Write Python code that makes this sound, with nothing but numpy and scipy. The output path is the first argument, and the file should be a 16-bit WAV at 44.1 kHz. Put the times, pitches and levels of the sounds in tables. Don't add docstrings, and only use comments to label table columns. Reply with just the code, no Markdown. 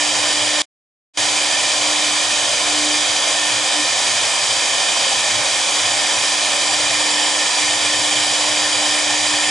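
import sys
import numpy as np
from scipy import signal
from scipy.fft import rfft, irfft
from scipy.io import wavfile
from scipy.ndimage import uniform_filter1d

SR = 44100
rng = np.random.default_rng(int(sys.argv[2]) if len(sys.argv) > 2 else 0)


def generate_wav(sig):
    pcm = np.round(np.clip(np.atleast_2d(sig).T, -1, 1) * 32767).astype(np.int16)
    wavfile.write(sys.argv[1], SR, pcm)


N = 418950
T = np.arange(N) / SR

SHAFT_HZ, SLIP_HZ = 299.78, 0.0795
ANTIPHASE_S = 4.35
BAND_EDGE_HZ = 10520

# (start [s], end [s])
DROPOUT_S = (0.6195, 1.173)
# (frequency [Hz], coherence [0..1])
COHERENCE = [(60, 0.62), (130, 0.62), (270, 0.85), (560, 0.94), (1200, 0.8), (2500, 0.87), (11000, 0.85)]
# (frequency [Hz], level [dB])
BALANCE_DB = [(60, 6), (170, 6.5), (300, 2), (610, -1.5), (1090, -2.5), (1700, -1.5), (2700, -3),
              (4300, -1.3), (6800, -0.1), (11000, 0.5)]
# (frequency [Hz], phase [rad])
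LEAD_RAD = [(0, 0.066), (520, 0.56), (1120, 0.095), (1380, 0.43), (2330, 0.1), (3360, 0.43), (3960, 0.064),
            (6800, 0.3), (11200, 0.08)]
# (time [s], level [dB])
WHISTLE_DB = [(0, -47), (0.5, -32.5), (1.3, -40), (1.9, -36), (2.4, -52), (3.5, -34), (4.3, -44),
              (5.2, -34), (6.3, -36), (7.2, -35.5), (9.5, -37)]
# (centre [s], width [s], gain [dB])
HUM_SWELLS_DB = [(1.68, 0.24, -6), (1.96, 0.4, 7), (2.53, 0.12, -10), (2.85, 0.33, 12.5), (3.45, 0.68, 5.5),
                 (3.81, 0.12, 10), (7.12, 0.72, 2), (7.53, 0.1, -10)]
# (time [s], relative level [dB])
OCTAVE_DB = [(0.4, -34.5), (1.3, -40), (2.4, -38.5), (3.3, -43), (5.0, -39), (5.6, -44), (6.5, -38.5),
             (7.4, -54), (8.7, -35), (9.4, -45)]
# (time [s], relative level [dB])
WHINE_DB = [(0.1, -35.5), (0.6, -40), (2.5, -41.5), (3.8, -34.5), (4.4, -42), (5.3, -38.5), (7.2, -35.5),
            (8.4, -38.5), (9.5, -31.5)]
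# (order [-], first spindle's level [dB], second/first amplitude [-])
BEATING_ORDERS = [(4, -52, 0.4), (5, -48.5, 0.5), (8, -47, 0.6), (12, -41.5, 0.65), (18, -45.5, 0.6),
                  (22, -38.5, 0.9), (24, -51, 0.6)]
# (centre [s], width [s], rumble gain [dB])
JOLTS_DB = [(0.4, 0.12, 6.5), (2.3, 0.22, 2), (3.56, 0.08, 7.5), (4.15, 0.16, 8.5), (4.53, 0.08, 7),
            (4.65, 0.1, -7.5), (5.39, 0.1, 11.5), (5.87, 0.08, 10.5), (6.02, 0.07, 4.5), (6.9, 0.22, 6.5),
            (7.5, 0.25, -5.5), (7.68, 0.11, 4), (7.84, 0.11, 7.5), (7.99, 0.08, 12), (8.28, 0.08, 2.5),
            (8.7, 0.35, 3), (9.28, 0.12, 5)]
# (time [s], offset [arbitrary])
HEAD_OFFSET = [(0, -1.5), (0.45, -1), (1.4, 0.1), (2.6, 1.1), (3.6, 0), (4.2, -0.1), (5.7, 0), (6.1, -1),
               (6.5, 0.5), (6.9, -2.3), (7.2, -3.5), (7.4, -2), (7.7, -0.9), (8.9, -1.7), (9.2, -2),
               (9.5, -3)]
# (centre [Hz], width [Hz], gain [dB/unit offset])
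BOARD_REFLECTION = [(1400, 300, 0.5), (1950, 500, -0.7), (3600, 550, 0.5), (4280, 200, 1.0),
                    (4750, 450, -0.4), (5350, 260, -0.7), (6300, 450, 1.2), (7150, 450, -0.9),
                    (9400, 500, -0.6)]
# (centre [Hz], width [Hz], gain [dB])
HOUSING_DB = [(95, 29, 2.5), (119.2, 42, 14), (160, 25, -2), (195.4, 14, 7), (544, 95, 6.5),
              (760, 254, 5.5), (1019, 184, 5.5), (1557, 90, -5), (1594, 31, 8), (1806, 230, 7.5),
              (2126, 140, 5.5), (2386, 38, 3.5), (2430, 427, 10.5), (3057, 352, 11.5), (3349, 310, 7.5),
              (3743, 466, 6), (4110, 140, 2.5), (4410, 177, -7), (4754, 610, 5.5), (5900, 670, 0.6),
              (6660, 420, -1.1), (7070, 293, 2), (7250, 153, -4.5), (7630, 180, 1.5)]
# (frequency [Hz], relative density [dB])
RUSH_SPECTRUM_DB = [(25, -27.5), (45, -26.5), (80, -16.5), (160, -19), (230, -11), (420, -7.5), (650, -1),
                    (1300, -2.5), (2800, -5.5), (4400, -0.57), (6500, 0.3), (8200, -1), (9300, -7.5),
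                    (10400, -6.5)]


def amp(db):
    return 10 ** (np.asarray(db) / 20)


def unit_rms(x):
    return x / np.sqrt(np.mean(abs(x) ** 2) + 1e-20)


def over_time(rows, t):
    return np.interp(t, *np.transpose(rows))


def over_log_hz(rows, hz):
    row_hz, values = np.transpose(rows)
    return np.interp(np.log(hz + 1), np.log(row_hz + 1), values)


def bells(rows, x):
    return sum(height * np.exp(-(2 * (x - centre) / width) ** 2) for centre, width, height in rows)


def drift(rate_hz):
    hz = np.fft.rfftfreq(N, 1 / SR)
    lowpass = np.exp(-(hz / rate_hz) ** 2) * (hz > 0)
    return unit_rms(irfft(rfft(rng.standard_normal(N)) * lowpass, N))


def stereo_gain(hz):
    left = amp(over_log_hz(BALANCE_DB, hz) / 2) * np.exp(0.5j * over_log_hz(LEAD_RAD, hz))
    return np.array([left, 1 / left]).reshape(2, -1)


def tone(hz, cycles, waver=0.12):
    scatter = waver * (drift(rate_hz=6) + 1j * drift(rate_hz=5))
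    return np.sqrt(2) * (stereo_gain(hz) * (1 + scatter) * np.exp(2j * np.pi * cycles)).real


def inverter_whistle(switching_hz=4000):
    hz = switching_hz - 2 * round(SHAFT_HZ)
    return amp(over_time(WHISTLE_DB, T)) * tone(hz, hz * T)


def shaft_tones(hum_db=-39.5, second_share=0.62, uneven_load=0.15, trim_db=-0.3):
    first_turns = SHAFT_HZ * T + 0.009 * drift(rate_hz=1.1)
    second_turns = first_turns + SLIP_HZ * (T - ANTIPHASE_S)
    loaded_share = second_share + uneven_load * drift(rate_hz=10)
    beat = abs(1 - loaded_share * np.exp(2j * np.pi * (second_turns - first_turns)))
    tones = amp(hum_db + bells(HUM_SWELLS_DB, T)) * beat * tone(SHAFT_HZ, first_turns)
    for order, levels in ((2, OCTAVE_DB), (6, WHINE_DB)):
        gain = amp(over_time(levels, T) + trim_db)
        tones += gain * tone(order * SHAFT_HZ, order * first_turns, waver=0.32)
    for order, level_db, share in BEATING_ORDERS:
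        first = tone(order * SHAFT_HZ, order * first_turns)
        second = tone(order * SHAFT_HZ, order * second_turns, waver=0.1)
        tones += amp(level_db) * (first - share * second)
    return tones


def gantry_rumble_db(hz, t, centre_hz=104.8, width_hz=110, rest_db=-2, shake_db=0.5):
    gain_db = rest_db + bells(JOLTS_DB, t) + shake_db * np.interp(t, T, drift(rate_hz=8))
    return np.outer(bells([(centre_hz, width_hz, 1)], hz), gain_db)


def cutter_load_db(hz, t, centre_hz=5000, width_hz=16000, depth_db=-0.04):
    load = np.interp(t, T, drift(rate_hz=8.5))
    return np.outer(bells([(centre_hz, width_hz, depth_db)], hz), load)


def chips(rate_hz=5000, spread_db=2.5):
    size = amp(spread_db * np.minimum(rng.exponential(1, N), 3))
    polarity = rng.choice([-1, 1], N)
    fractures = rng.random(N) < rate_hz / SR
    return unit_rms(size * polarity * fractures)


def rush(level_db=-17.5, chips_db=-11, flutter_db=0.48, patch_db=0.6):
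    source = unit_rms(rng.standard_normal(N) + amp(chips_db) * chips())
    source *= amp(flutter_db * drift(rate_hz=33))
    framing = dict(fs=SR, nperseg=4096, noverlap=3072)
    hz, t, (direct, *diffuse) = signal.stft([source, *rng.standard_normal((2, N))], **framing)
    coherence = over_log_hz(COHERENCE, hz)[:, None]
    stereo = stereo_gain(hz)[:, :, None]
    spectra = np.sqrt(coherence) * direct * stereo
    spectra += np.sqrt(1 - coherence) * np.array(diffuse) * abs(stereo)

    colour_db = (over_log_hz(RUSH_SPECTRUM_DB, hz) + bells(HOUSING_DB, hz))[:, None]
    colour_db = colour_db + np.outer(bells(BOARD_REFLECTION, hz), over_time(HEAD_OFFSET, t))
    patches = uniform_filter1d(rng.standard_normal(colour_db.shape), size=40, axis=0)
    patches = uniform_filter1d(patches, size=4, axis=1)
    colour_db += patch_db * unit_rms(patches) + gantry_rumble_db(hz, t) + cutter_load_db(hz, t)
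    in_band = (hz < BAND_EDGE_HZ + 200)[:, None]
    sound = signal.istft(spectra * amp(colour_db) * in_band, **framing)[1][:, :N]
    return amp(level_db) * sound / np.std(sound.mean(0))


def scene():
    return rush() + shaft_tones() + inverter_whistle()


def record(dry):
    fringe_db, fringe_s = -19, 0.037
    inside_s = np.minimum(T - DROPOUT_S[0], DROPOUT_S[1] - T)
    fringe = amp(fringe_db) * np.clip(1 - inside_s / fringe_s, 0, 1)
    gated = dry * np.where(inside_s > 0, fringe, 1)
    lowpass = signal.firwin(1023, BAND_EDGE_HZ, window=("kaiser", 9), fs=SR)
    return signal.oaconvolve(gated, lowpass[None], "same")


dry = scene()
out = record(dry)
generate_wav(out)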